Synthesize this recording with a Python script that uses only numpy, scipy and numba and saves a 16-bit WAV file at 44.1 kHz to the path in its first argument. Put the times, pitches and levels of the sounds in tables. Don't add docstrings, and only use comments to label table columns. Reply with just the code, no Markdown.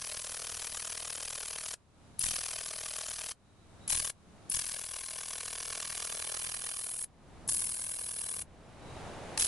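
import sys
import numpy as np
from scipy import signal
from scipy.fft import rfft, irfft, next_fast_len
from scipy.io import wavfile
from scipy.ndimage import uniform_filter1d, map_coordinates
from numba import njit

SR = 44100
rng = np.random.default_rng(int(sys.argv[2]) if len(sys.argv) > 2 else 0)


def generate_wav(signal):
    frames = np.transpose(np.atleast_2d(signal))
    scaled = np.clip(frames, -1, 1) * 32767
    pcm = np.round(scaled).astype(np.int16)
    wavfile.write(sys.argv[1], SR, pcm)


N = 417627
TIME = np.arange(N) / SR


# time in seconds, rasp level in dB, ring level in dB, turn off axis from 0 to 1.
PERCH = [(0, -48, -43, 0), (3.2, -48, -42.5, 0), (4.85, -51, -43, 0), (5.8, -47, -42, 0.16),
         (6.45, -48.5, -39.5, 1), (6.72, -50.5, -39.5, 1), (7, -55, -38.5, 0.64), (8.4, -53, -39, 1),
         (9.4, -48.5, -40.5, 0.4)]

def katydid(rasp_db=4, ring_db=-2, whistle_db=-10, scuff_db=-20, puff_db=-14.5):
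    phase, openings = wingbeats()
    tooth_db, membrane_db, off_axis = curves(PERCH)
    fresh, surge = bout_starts()
    teeth, membrane = wings_closing(phase)
    whistle, scuff = wings_opening(openings)
    rasp = amp(tooth_db + rasp_db) * (teeth + amp(scuff_db) * scuff)
    rasp = leaf_echo(first_strokes(rasp, fresh, surge) + scraper_catches())
    rasp += amp(-7) * surroundings(rasp)
    ring = amp(ring_db - 4 * fresh ** 2) * membrane + amp(whistle_db + 3 * fresh) * whistle
    ring *= amp(membrane_db + 3 * surge)
    ring += amp(-8) * surroundings(ring)
    thump, swirl = wing_draught(phase, openings, fresh, surge, tooth_db + puff_db)
    return microphone_ports(rasp + thump, ring, off_axis, fresh) + swirl


# start and end in seconds, wingbeats per second, seconds by
# which the middle runs ahead as the wings tire, seconds by which the first half lags and the second
SONG_BOUTS = [(-0.029, 1.747, 39.6, 0.0047, 0, 0), (2.189, 3.324, 40.0, 0.004, 0, 1),
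              (3.876, 4.108, 40.3, 0, 0, 1), (4.495, 7.049, 40.5, 0.0024, .0009, .55),
              (7.47, 8.427, 40.1, 0.0029, .0019, .3), (9.373, 9.482, 39.4, 0, 0, .2)]

def wingbeats(first_lag_s=0.0087, jitter_s=0.0002):
    phase, openings = np.zeros(N), []
    for start, end, rate, ahead, lag, _ in SONG_BOUTS:
        length = end - start - first_lag_s
        progress = np.linspace(0, 1, round(length * rate) + 1)
        edges = start + first_lag_s + length * progress - ahead * (1 - (2 * progress - 1) ** 2)
        edges += lag * np.sin(2 * np.pi * progress) + jitter_s * rng.standard_normal(len(edges))
        phase += np.interp(TIME, edges, np.arange(len(edges))) % 1
        openings.extend(edges[1:-1])
    return phase, np.array(openings)


def bout_starts(settle_s=0.099):
    fresh, surge = np.zeros((2, N))
    for start, *_, effort in SONG_BOUTS:
        if start > 0:
            settling = (TIME >= start) * np.exp(-np.abs(TIME - start) / settle_s)
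            fresh += settling
            surge += effort * np.sin(np.pi * settling)
    return fresh, surge


# share of the wingbeat from 0 to 1, pressure in dB.
SCRAPER_PRESSURE = [(0, -42), (.13, -12), (.24, -11), (.4, -7), (.53, -1.5), (.6, 0.5), (.82, 0.5),
                    (.93, -20), (1, -31)]
# frequency in Hz, spectral level in dB.
TOOTH_SPECTRUM = [(100, -17.5), (290, -12.5), (440, -4), (900, -2.5), (1400, -2), (2000, -3), (3000, -1),
                  (3800, -0.63), (5500, 1), (7200, 3.5), (9000, 3.5), (11500, -17)]
# frequency in Hz, spectral level in dB.
MEMBRANE_SPECTRUM = [(1000, -55.5), (4000, -13.5), (6000, -9), (7500, -3.5), (8700, 1.5), (9700, 4.5),
                     (10400, 4), (10900, 7.5), (11500, -11.5)]

def wings_closing(phase, friction_db=-19, scrape_db=-5, flex_hz=5000, body_hz=2600, ring_follow=0.78):
    singing = phase > 0
    pressure_db = np.interp(phase, *np.transpose(SCRAPER_PRESSURE))
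    pressure_db += 0.68 * wobble(40) + 0.5 * wobble(250)
    teeth = unit(filtered(file_teeth(phase), lambda hz: (1j * hz - flex_hz) / (1j * hz + flex_hz)))
    rasp = levelled(teeth + amp(friction_db) * rng.standard_normal(N), singing * amp(pressure_db))
    rasp -= (1 - amp(np.minimum(pressure_db, 0))) * lowpassed(rasp, body_hz)
    last_teeth_db = 3.5 * np.exp(-0.5 * ((phase - 0.96) / 0.073) ** 2)
    ring_level = singing * amp(ring_follow * pressure_db + last_teeth_db)
    drive = levelled(teeth + amp(scrape_db) * rng.standard_normal(N), ring_level)
    return unit(woody_ring(struck(rasp, TOOTH_SPECTRUM))), unit(struck(drive, MEMBRANE_SPECTRUM))


def file_teeth(phase, count=27, drift_per_s=1.8, wear_db=1.1, spread_db=1.7):
    tooth = (phase * count).astype(int)
    at = np.flatnonzero(np.diff(tooth) > 0) + 1
    place, drift = tooth[at], at / SR * drift_per_s

    def track(along_file):
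        surface = rng.standard_normal((count + 4, int(drift[-1]) + 4))
        return map_coordinates(surface, [along_file, drift])

    late, level = rng.standard_normal((2, len(at)))
    shift = 0.27 * track(place) + 0.5505 * track(place / 10) + 0.08 * late
    at = np.clip(at + shift * np.median(np.diff(at)), 0, N - 1)
    return clicks(at, amp(wear_db * track(place) + spread_db * level))


# frequency in Hz, width in Hz, relative level in dB.
WOODY_MODES = [(459, 56, -6), (636, 78, -4), (1057, 69, -7.5), (1170, 70, -12), (1650, 220, -6),
               (2226, 100, -8), (2870, 90, -9.5), (3097, 110, -8.5), (3480, 74, -10.5), (4270, 330, -11.5),
               (4980, 130, -12), (6050, 130, -14)]

def woody_ring(x, wood_db=1):
    def modes(hz):
        return sum(amp(db) * 1j * hz * width / (centre ** 2 - hz ** 2 + 1j * hz * width)
                   for centre, width, db in WOODY_MODES)
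    return x + amp(wood_db) * filtered(x, modes)


# time in seconds, level in dB against the later openings.
EARLY_OPENINGS = [(2.191, 1), (3.8764, -1), (4.497, -2.5), (7.4757, -5.5), (9.3732, -12)]

def wings_opening(openings, whistle_hz=10750, spread_hz=280, width_s=0.00076, hiss_db=-4, size=512):
    offsets = np.arange(size) - size // 2
    t = offsets / SR
    at, db = np.transpose(EARLY_OPENINGS + [(s, 0) for s in openings])
    brushes_s = (at[:, None] + [0.0023, 0.0044]).ravel()
    late, pitch, level, turn = rng.standard_normal((len(brushes_s), 4)).T[:, :, None]
    swell = amp(np.repeat(db, 2)[:, None] + 2.5 * level) * np.exp(-0.5 * (t / width_s) ** 2)
    tone = np.sin(2 * np.pi * ((whistle_hz + spread_hz * pitch) * t + turn))
    centres = np.round((brushes_s[:, None] + 0.00015 * late) * SR).astype(int)
    index = np.clip(centres + offsets, -1, N) + 1
    place = lambda grains: np.bincount(index.ravel(), grains.ravel(), N + 2)[1:N + 1]
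    hiss = struck(place(swell) * rng.standard_normal(N), MEMBRANE_SPECTRUM)
    scuff = struck(place(swell) * rng.standard_normal(N), TOOTH_SPECTRUM)
    whistle = unit(place(swell * tone)) + amp(hiss_db) * unit(hiss)
    return unit(whistle), unit(scuff)


def first_strokes(rasp, fresh, surge, split_hz=1800, first_db=-9.5, surge_db=2, body_db=-15):
    body = lowpassed(rasp, split_hz)
    thinned = rasp - body + amp(body_db * fresh) * body
    return amp(first_db * fresh ** 2 + surge_db * surge) * thinned


# start in seconds, length in seconds, level in dB.
CATCHES = [(2.187, .005, -48), (2.239, .005, -23.5), (2.2615, .005, -26), (3.879, .005, -34.5),
           (3.904, .003, -25.5), (3.93, .004, -24), (4.493, .006, -47), (4.547, .004, -23.5),
           (7.4903, .005, -26), (9.3763, .004, -27), (9.408, .003, -28)]

def scraper_catches(gap_s=0.0011, spread_db=2, ring_db=-8):
    runs = [(s, db) for start, length, db in CATCHES for s in np.arange(start, start + length, gap_s)]
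    at, db = np.transpose(runs)
    late, level = rng.standard_normal((len(at), 2)).T
    teeth = clicks((at + 0.12 * gap_s * late) * SR, amp(db + spread_db * level))
    return struck(teeth, TOOTH_SPECTRUM) + amp(ring_db) * struck(teeth, MEMBRANE_SPECTRUM)


# frequency in Hz, spectral level in dB.
PUFF_SPECTRUM = [(15, 0.5), (40, 0.5), (80, -1), (125, -5.5), (170, -8), (260, -13.5), (500, -36),
                 (1500, -82.5)]

def wing_draught(phase, openings, fresh, surge, level_db, closing_s=0.0163, swirl_db=-5):
    swing_db = -4 * fresh ** 2 + 11 * surge * np.sqrt(fresh)
    push = amp(level_db + swing_db + 0.37 * wobble(3.7))
    late, level = rng.standard_normal((len(openings), 2)).T
    at = np.clip((openings + closing_s + 0.0005 * late) * SR, 0, N - 1)
    puffs = unit(struck(clicks(at, amp(2 * level)), PUFF_SPECTRUM, size=8192))
    swirl = amp(swirl_db) * (phase > 0) * stereo_noise(PUFF_SPECTRUM)
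    return push * puffs, push * swirl


# time in seconds, echo delay in milliseconds.
LEAF_DELAY = [(3.3, 1.6), (4.6, 1.8), (7, 1.65), (7.6, 1.89), (9.4, 1.53)]

def leaf_echo(x, echo_db=-14, dull_hz=5500):
    delay = curves(LEAF_DELAY)[0] * SR / 1000
    dull = filtered(x, lambda hz: 1 / np.sqrt(1 + (hz / dull_hz) ** 2))
    return x + amp(echo_db) * map_coordinates(dull, [np.arange(N) - delay])


def surroundings(x, near_t60_s=0.0067, far_t60_s=0.066, far_db=-10, size=4096, count=10, block=512):
    t = np.arange(size) / SR
    decay = amp(-60 * t / near_t60_s) + amp(far_db) * amp(-60 * t / far_t60_s)
    tails = rng.standard_normal((count, size)) * decay / np.linalg.norm(decay)
    pattern = rng.integers(count, size=N // block + 1)[np.arange(N) // block]
    return sum(signal.oaconvolve(x * (pattern == k), tails[k])[:N] for k in range(count))


# frequency in Hz, weight in the side signal in dB.
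RASP_WIDTH = [(40, -5), (200, -3), (1500, -1), (4000, -7), (7000, -18.5), (11000, -5.5)]
RING_WIDTH = [(7000, -35), (8500, -22), (9600, 1.5), (11000, 1.5)]
# time in seconds, lean from 0 to 1.
RING_LEAN = [(5.8, 0.28), (7.1, 0.11)]

def microphone_ports(rasp, ring, off_axis, fresh):
    lean, = curves(RING_LEAN)
    unsettled = np.sqrt(fresh)
    body = filtered(rasp, lambda hz: amp(along(RASP_WIDTH, hz)))
    treble = filtered(ring, lambda hz: amp(along(RING_WIDTH, hz)))
    direct = lean * treble + 0.13 * unsettled * rasp - off_axis * body
    spread = amp(-20) + amp(-3) * off_axis + amp(-1) * unsettled
    stray = amp(-9.5) * treble + spread * body + amp(-5) * unsettled * (rasp - body)
    side = direct + surroundings(stray, near_t60_s=0.0045, far_db=-15)
    return rasp + ring + np.array([side, -side])


# frequency in Hz, spectral level in dB.
TYRE_SPECTRUM = [(25, -4), (60, -15), (130, -5), (250, -5.5), (700, -2), (1200, -10), (2500, -17),
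                 (5500, -26), (11000, -30)]

def distant_car(pass_s=10.17, closest_m=22.8, speed_m_per_s=10.2, pass_db=-61, split_hz=350):
    road_m = speed_m_per_s * (TIME - pass_s)
    nearness = closest_m / np.hypot(closest_m, road_m)
    tyres = stereo_noise(TYRE_SPECTRUM, side_db=-5.5)
    rumble = lowpassed(tyres, split_hz)
    return amp(pass_db) * (nearness * rumble + nearness ** 1.81 * (tyres - rumble))


# frequency in Hz, spectral level in dB.
HAND_SPECTRUM = [(25, -4), (80, 0), (160, -3), (400, -16), (1000, -26.5), (4000, -68.5)]
# time in seconds, level in dB.
HAND_MOVES = [(4.5, -87), (5.5, -64), (6.5, -67), (7, -62.5), (7.15, -65), (7.45, -64), (7.65, -59),
              (8.3, -59.5), (8.7, -64.5), (9.4, -80.5)]

def handling(waver_db=1.5):
    hand_db, = curves(HAND_MOVES)
    return amp(hand_db + waver_db * wobble(5)) * stereo_noise(HAND_SPECTRUM, side_db=-2)


# start in seconds, length in seconds, level in dB.
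FAR_TRILLS = [(3.42, 0.26, -87), (3.78, .2, -81), (8.794, .21, -80)]

def far_insect(pitch_hz=3870, width_hz=70, chorus_width_hz=220, fade_s=0.04, chorus_db=-90.5):
    def band(width):
        skirt = [(-5, -60), (-1, -4), (0, 0), (1, -4), (5, -60)]
        return stereo_noise([(pitch_hz + step * width, db) for step, db in skirt])

    trills = sum(amp(db) * np.clip(np.minimum(TIME - start, start + length - TIME) / fade_s, 0, 1)
                 for start, length, db in FAR_TRILLS)
    return trills * band(width_hz) + amp(chorus_db) * band(chorus_width_hz)


# frequency in Hz, spectral level in dB.
NIGHT_SPECTRUM = [(25, -10), (50, -10.5), (75, 0), (130, -5.5), (220, -8), (400, -16.5), (1100, -20),
                  (2000, -27.5), (3400, -30.5), (5000, -33), (11000, -35.5)]

def night_air(level_db=-67):
    return amp(level_db) * stereo_noise(NIGHT_SPECTRUM)


# frequency in Hz, side minus mid in dB.
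AMBIENT_WIDTH = [(50, -7.5), (700, -5), (3000, -2), (7000, 0)]

def stereo_noise(spectrum, side_db=0):
    mid, side = filtered(rng.standard_normal((2, N)), lambda hz: amp(along(spectrum, hz)))
    side = filtered(side, lambda hz: amp(side_db + along(AMBIENT_WIDTH, hz)))
    return unit(np.array([mid + side, mid - side]))


def amp(db):
    return 10 ** (np.asarray(db) / 20)


def unit(x):
    return x / np.sqrt(np.mean(x ** 2) + 1e-20)


def along(points, hz):
    knots_hz, values = np.transpose(points)
    return np.interp(np.log(hz + 1), np.log(knots_hz + 1), values)


def curves(rows):
    seconds, *columns = np.transpose(rows)
    return [np.interp(TIME, seconds, column) for column in columns]


def wobble(rate):
    return map_coordinates(rng.standard_normal(int(N * rate / SR) + 4), [TIME * rate])


def filtered(x, response):
    size = next_fast_len(N + SR // 2)
    return irfft(rfft(x, size) * response(np.fft.rfftfreq(size, 1 / SR)), size)[..., :N]


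def lowpassed(x, split_hz):
    return filtered(x, lambda hz: 1 / (1 + (hz / split_hz) ** 4))


def struck(x, spectrum, size=2048):
    cepstrum = irfft(np.log(amp(along(spectrum, np.fft.rfftfreq(size, 1 / SR)))))
    cepstrum[1:size // 2] *= 2
    cepstrum[size // 2 + 1:] = 0
    return signal.oaconvolve(x, irfft(np.exp(rfft(cepstrum))))[:N]


def clicks(at, sizes, reach=8):
    index = at.astype(int)[:, None] + np.arange(1 - reach, reach + 1)
    offset = index - at[:, None]
    shape = np.sinc(offset) * np.cos(np.pi * offset / (2 * reach)) ** 2
    return np.bincount(np.clip(index, 0, N).ravel(), (shape * sizes[:, None]).ravel(), N + 1)[:N]


def levelled(grain, envelope, size=320, frames=48):
    spectra, white = (signal.stft(envelope * x, nperseg=size)[2] for x in (grain, rng.standard_normal(N)))
    power = lambda z: np.abs(uniform_filter1d(np.abs(z) ** 2, frames, axis=1)) + 1e-12
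    gain = np.sqrt(power(white).mean(axis=0) / power(spectra))
    return signal.istft(spectra * gain, nperseg=size)[1][:N]


def scene():
    song = katydid()
    background = (distant_car() + night_air()) * amp(wobble(7.4))
    return song + background + far_insect() + handling()


@njit
def gain_control(wanted, attack, release):
    gain = np.zeros(len(wanted))
    for i in range(1, len(wanted)):
        gap = wanted[i] - gain[i - 1]
        gain[i] = gain[i - 1] + (gap * attack if gap < 0 else min(gap, release))
    return gain


def record(dry, target_db=-42.5, most_db=17, attack_s=0.13, release_db_per_s=27, top_hz=11100):
    power = np.abs(uniform_filter1d(np.mean(dry ** 2, axis=0), size=SR // 40))
    wanted_db = np.clip(target_db - 10 * np.log10(power + 1e-14), 0, most_db)
    gain_db = gain_control(wanted_db, 1 / (attack_s * SR), release_db_per_s / SR)
    return filtered(dry * amp(gain_db), lambda hz: 1 / np.sqrt(1 + (hz / top_hz) ** 240))


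dry = scene()
out = record(dry)
generate_wav(out)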